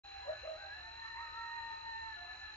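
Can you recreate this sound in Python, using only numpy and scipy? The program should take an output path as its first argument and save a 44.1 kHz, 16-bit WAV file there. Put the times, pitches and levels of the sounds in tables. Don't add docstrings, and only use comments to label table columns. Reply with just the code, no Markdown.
import sys
import numpy as np
from scipy import signal
from scipy.fft import rfft, irfft, next_fast_len
from scipy.io import wavfile
from scipy.ndimage import uniform_filter1d, map_coordinates

SR = 44100
rng = np.random.default_rng(int(sys.argv[2]) if len(sys.argv) > 2 else 0)


def generate_wav(sig):
    pcm = np.round(np.clip(np.atleast_2d(sig).T, -1, 1) * 32767).astype(np.int16)
    wavfile.write(sys.argv[1], SR, pcm)


N = 112896
t = np.arange(N) / SR


def amp(db):
    return 10 ** (np.asarray(db) / 20)


def unit(x):
    return x / np.sqrt(np.mean(x ** 2) + 1e-20)


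def wobble(rate):
    points = rng.standard_normal(4096)
    return map_coordinates(points, [t * rate], mode="wrap")


def filtered(x, response):
    size = next_fast_len(N + SR // 2)
    spectrum = rfft(x, size) * response(np.fft.rfftfreq(size, 1 / SR))
    return irfft(spectrum, size)[..., :N]


def rush(spectrum, patchy_db):
    grid = signal.stft(rng.standard_normal(N), nperseg=512)[2]
    patches = rng.standard_normal(grid.shape)
    patches = uniform_filter1d(patches, size=4, axis=0)
    patches = uniform_filter1d(patches, size=14, axis=1)
    noise = signal.istft(grid * amp(patchy_db * unit(patches)))[1][:N]
    hz, db = np.transpose(spectrum)

    def colour(f):
        return amp(np.interp(np.log(f + 1), np.log(hz + 1), db))
    return unit(filtered(noise, colour))


def woods(x, echo_db):
    t60_s, build_s = 0.37, 0.011
    u = t[:SR]
    tail = rng.standard_normal(SR) * amp(-60 * u / t60_s) * (1 - np.exp(-u / build_s))
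    scatter = unit(signal.fftconvolve(x, tail)[:N]) * np.std(x)
    return (x + amp(echo_db) * scatter) / np.hypot(1, amp(echo_db))


def coyote(call, rough):
    onset_s, release_s = 0.012, 0.031
    waver, waver_per_s = 0.0022, 35
    rasp_per_s, rasp_jitter = 220, 0.045
    flutter_db, flutter_per_s = 8.5, 34
    hoarse, clear_hz, hoarse_span_hz = 0.26, 818, 260
    third_db = -24.5

    s, *columns = np.transpose(call)
    hz, first_db, octave_db = [np.interp(t, s, column) for column in columns]
    fade_in = np.clip((t - s[0]) / onset_s, 0, 1)
    fade_out = np.clip(1 - (t - s[-1]) / release_s, 0, 1)

    rough = rough + hoarse * np.clip((clear_hz - hz) / hoarse_span_hz, 0, 1)
    hz = hz * (1 + waver * wobble(waver_per_s) + rough * rasp_jitter * wobble(rasp_per_s))
    phase = 2 * np.pi * np.cumsum(hz) / SR
    voice = amp(first_db) * np.sin(phase)
    voice = voice + amp(octave_db) * np.sin(2 * phase)
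    voice = voice + amp(octave_db + third_db) * np.sin(3 * phase)

    flutter = amp(rough * flutter_db * wobble(flutter_per_s))
    rasp = 1 + rough * wobble(rasp_per_s)
    return np.sqrt(2) * fade_in * fade_out * flutter * rasp * voice


def held_howls():
    # [start_s, pitch_hz, fundamental_db, octave_db]
    opening = [(0, 802.7, -55.5, -69), (.11, 791, -64.5, -79.5), (.16, 790.7, -52.5, -72),
               (.23, 791, -64, -82), (.3, 781, -57, -65), (.43, 786, -68, -79), (.55, 812, -65, -70.5),
               (.76, 843, -67.5, -61)]
    thin = [(.04, 841, -71.5, -67.5), (.16, 851.5, -92, -69.5), (.3, 842, -76.5, -58),
            (.38, 860, -82.5, -58), (.48, 916, -79.5, -72), (.56, 936, -79, -67), (.73, 971, -75, -73.5),
            (.8, 916, -85.5, -73.5)]
    answer = [(1, 901.3, -67, -54.5), (1.3, 896.5, -72, -61), (1.95, 875.7, -67.5, -72.5),
              (2.58, 869.6, -70.5, -62)]
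    howls = woods(coyote(opening, rough=0.13), echo_db=-3)
    howls = howls + woods(coyote(thin, rough=0.073), echo_db=-10)
    return howls + woods(coyote(answer, rough=0.21), echo_db=-10.5)


def background():
    # [pitch_hz, relative_db_per_hz]
    rumble = [(20, -29.5), (30, -10), (40, -2.5), (50, 1.5), (62, 2), (78, 0.5), (100, -6.5), (125, -9.5),
              (170, -21), (220, -38), (480, -79)]
    night = [(150, -17.5), (220, -10.5), (480, -8), (750, -7), (1080, -1), (1400, 3), (1750, -0.5),
             (2200, -2), (2730, 4), (3050, -8.5), (3750, -11.5), (4400, -14.5), (4700, -14.5),
             (7200, -15.5)]
    # [pitch_hz, level_db]
    hum = [(296.1, -93.5), (360.7, -84.5)]
    trills = [(2708, -76), (2772, -81.5)]
    rumble_db, night_db = -66, -61
    noise = amp(rumble_db) * rush(rumble, patchy_db=0.5)
    noise = noise + amp(night_db) * rush(night, patchy_db=2.2)
    return noise + tones(hum, drift=0.63) + tones(trills, drift=0.11)


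def tones(lines, drift):
    total = np.zeros(N)
    for hz, db in lines:
        phase = 2 * np.pi * hz * t + drift * wobble(4.4)
        total += np.sqrt(2) * amp(db) * np.sin(phase)
    return total


def cricket(scatter_db=0.2, drift_hz=10, jitter_s=0.00016):
    # [pitch_hz, relative_db_per_hz]
    far_crickets = [(3600, -53), (3880, -17.5), (3980, 0.5), (4060, -3.5), (4130, -2), (4220, -1.5),
                    (4330, -36), (4600, -43.5)]
    pitch_hz, sag_hz_per_s = 4036, 9300
    strokes_per_s, first_stroke_s, stroke_width_s = 47.96, 0.0194, 0.0047
    near_db, far_db = -59.5, -70

    strokes = (t - first_stroke_s + jitter_s * wobble(25)) * strokes_per_s
    index = np.round(strokes).astype(int)
    u = t - first_stroke_s - index / strokes_per_s
    start, size, detune = rng.standard_normal((256, 3))[index].T
    cycles = start + (pitch_hz + drift_hz * detune) * u - sag_hz_per_s * u ** 2 / 2
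    swell = np.exp(-0.5 * ((strokes - index) / strokes_per_s / stroke_width_s) ** 2)
    trill = amp(scatter_db * size) * swell * np.sin(2 * np.pi * cycles)
    near = woods(unit(trill), echo_db=-9)
    return amp(near_db) * near + amp(far_db) * rush(far_crickets, patchy_db=-0.6)


def short_notes():
    # [middle_s, pitch_hz, fundamental_db]
    notes = [(0.253, 997, -61), (0.278, 734.4, -60), (0.303, 1847, -64), (0.343, 1516, -64),
             (0.633, 637, -65), (1.052, 1183, -65.5), (1.059, 1352, -63), (2.079, 1329, -61.5),
             (2.28, 1293, -62.5), (2.389, 1030, -63.5), (2.468, 1300, -62)]
    length_s, arch, octave_db = 0.07, 0.044, -14.5
    total = np.zeros(N)
    for s, hz, db in notes:
        call = []
        for k in (-1, 0, 1):
            pitch = hz * (1 - arch * k * k)
            call.append((s + k * length_s / 2, pitch, db - 6 * k * k, db + octave_db))
        total += coyote(call, rough=0.28)
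    return woods(total, echo_db=-6.5)


def barking_howler():
    # [start_s, pitch_hz, fundamental_db, octave_db]
    bark = [(0.24, 522, -72.5, -66), (0.26, 562.7, -56, -75), (0.285, 587, -46, -62),
            (0.305, 629.7, -41.5, -84), (0.325, 608, -57, -66)]
    lead_howl = [(0.425, 466, -66, -78), (0.445, 569.7, -49.5, -79), (0.458, 655.2, -52.5, -71.5),
                 (0.475, 609.5, -44.5, -54), (0.495, 645, -47.5, -74.5), (0.52, 645.3, -49.5, -70),
                 (0.56, 629, -52.5, -64.5), (0.58, 736, -58.5, -61.5), (0.62, 775, -69.5, -54.5),
                 (0.67, 786, -55.5, -61.5), (0.71, 808, -63.5, -51.5), (0.745, 858.5, -68, -55.5),
                 (0.82, 882.4, -69, -59.5), (0.88, 903.3, -61, -56.0), (0.93, 903.2, -59, -66.5),
                 (1.02, 912.6, -55, -57.5), (1.11, 917.6, -65, -58.5), (1.16, 928.6, -51, -57.5),
                 (1.25, 925.0, -55.0, -58.5), (1.31, 917.5, -61.0, -60), (1.39, 929.2, -51.5, -55.5),
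                 (1.5, 927, -54, -54.0), (1.56, 935.0, -51.5, -51), (1.6, 916, -48.5, -52.5),
                 (1.65, 920.4, -53, -53.5), (1.73, 914.4, -49, -54.5), (1.81, 907.3, -54.5, -65),
                 (1.86, 916, -51.0, -54.5), (1.93, 905.5, -50.5, -52.5), (2.0, 905.3, -52.5, -53.5),
                 (2.09, 895.3, -52.5, -55), (2.13, 874.3, -66, -51.5), (2.17, 861, -63.5, -56.5),
                 (2.23, 874, -62, -55.5), (2.28, 865.0, -67.5, -62.5), (2.315, 867.4, -78.5, -49),
                 (2.35, 853.0, -73, -65), (2.43, 878.7, -66, -57.5), (2.475, 855.0, -66, -55),
                 (2.5, 860.5, -73.5, -57.5), (2.54, 857.3, -61, -58)]
    barking = woods(coyote(bark, rough=0.19), echo_db=-14)
    return barking + woods(coyote(lead_howl, rough=0.11), echo_db=-18)


def whines():
    # [start_s, pitch_hz, fundamental_db, octave_db]
    falling = [(.75, 743, -60, -76), (.81, 718.7, -62, -69), (.88, 698, -64, -84), (.92, 685, -77.5, -70)]
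    rising = [(2.16, 710.4, -60.5, -56), (2.22, 712, -58.5, -71.5), (2.3, 736.5, -63.5, -74),
              (2.39, 765.6, -64.5, -83), (2.58, 831, -73, -78)]
    fall = woods(coyote(falling, rough=0.14), echo_db=-5.5)
    return fall + woods(coyote(rising, rough=0.21), echo_db=-5)


def yip():
    # [start_s, pitch_hz, fundamental_db, octave_db]
    yip_call = [(1.14, 964, -64, -78), (1.175, 1017, -57.5, -58), (1.205, 1269, -56, -76),
                (1.235, 1330, -52, -74), (1.275, 1233, -60.5, -71), (1.325, 1251, -58.5, -73.5),
                (1.385, 1353, -51, -87), (1.43, 1330, -54, -72.5), (1.5, 1244, -62, -73.5),
                (1.57, 1233, -66, -66), (1.68, 1208, -65.5, -77.5), (1.77, 1282, -62.5, -69.5),
                (1.84, 1220, -72, -76.5)]
    return woods(coyote(yip_call, rough=0.092), echo_db=-13.5)


def scene():
    pack = held_howls() + short_notes() + barking_howler() + whines() + yip()
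    return np.tile(pack + cricket() + background(), (2, 1))


def record(dry):
    start_s, fade_s, top_hz = 0.035, 0.016, 7300
    delay_s, echo_gain = 0.027, 0.45
    side_db, side_low_hz = -0.73, 143
    mono = dry.mean(axis=0) * np.clip((t - start_s) / fade_s, 0, 1)

    def echo(f):
        return echo_gain * np.exp(-2j * np.pi * f * delay_s)

    def mid_response(f):
        return 1 + echo(f)

    def side_response(f):
        ratio = (f / side_low_hz) ** 4
        low_cut = ratio / np.hypot(1, ratio)
        return 1j * amp(side_db) * low_cut * (1 - echo(f))

    def top_cut(f):
        return np.clip((top_hz - f) / 100 + 0.5, 0, 1)

    mid = filtered(mono, mid_response)
    side = filtered(mono, side_response)
    return filtered(np.array([mid + side, mid - side]), top_cut)


dry = scene()
out = record(dry)
generate_wav(out)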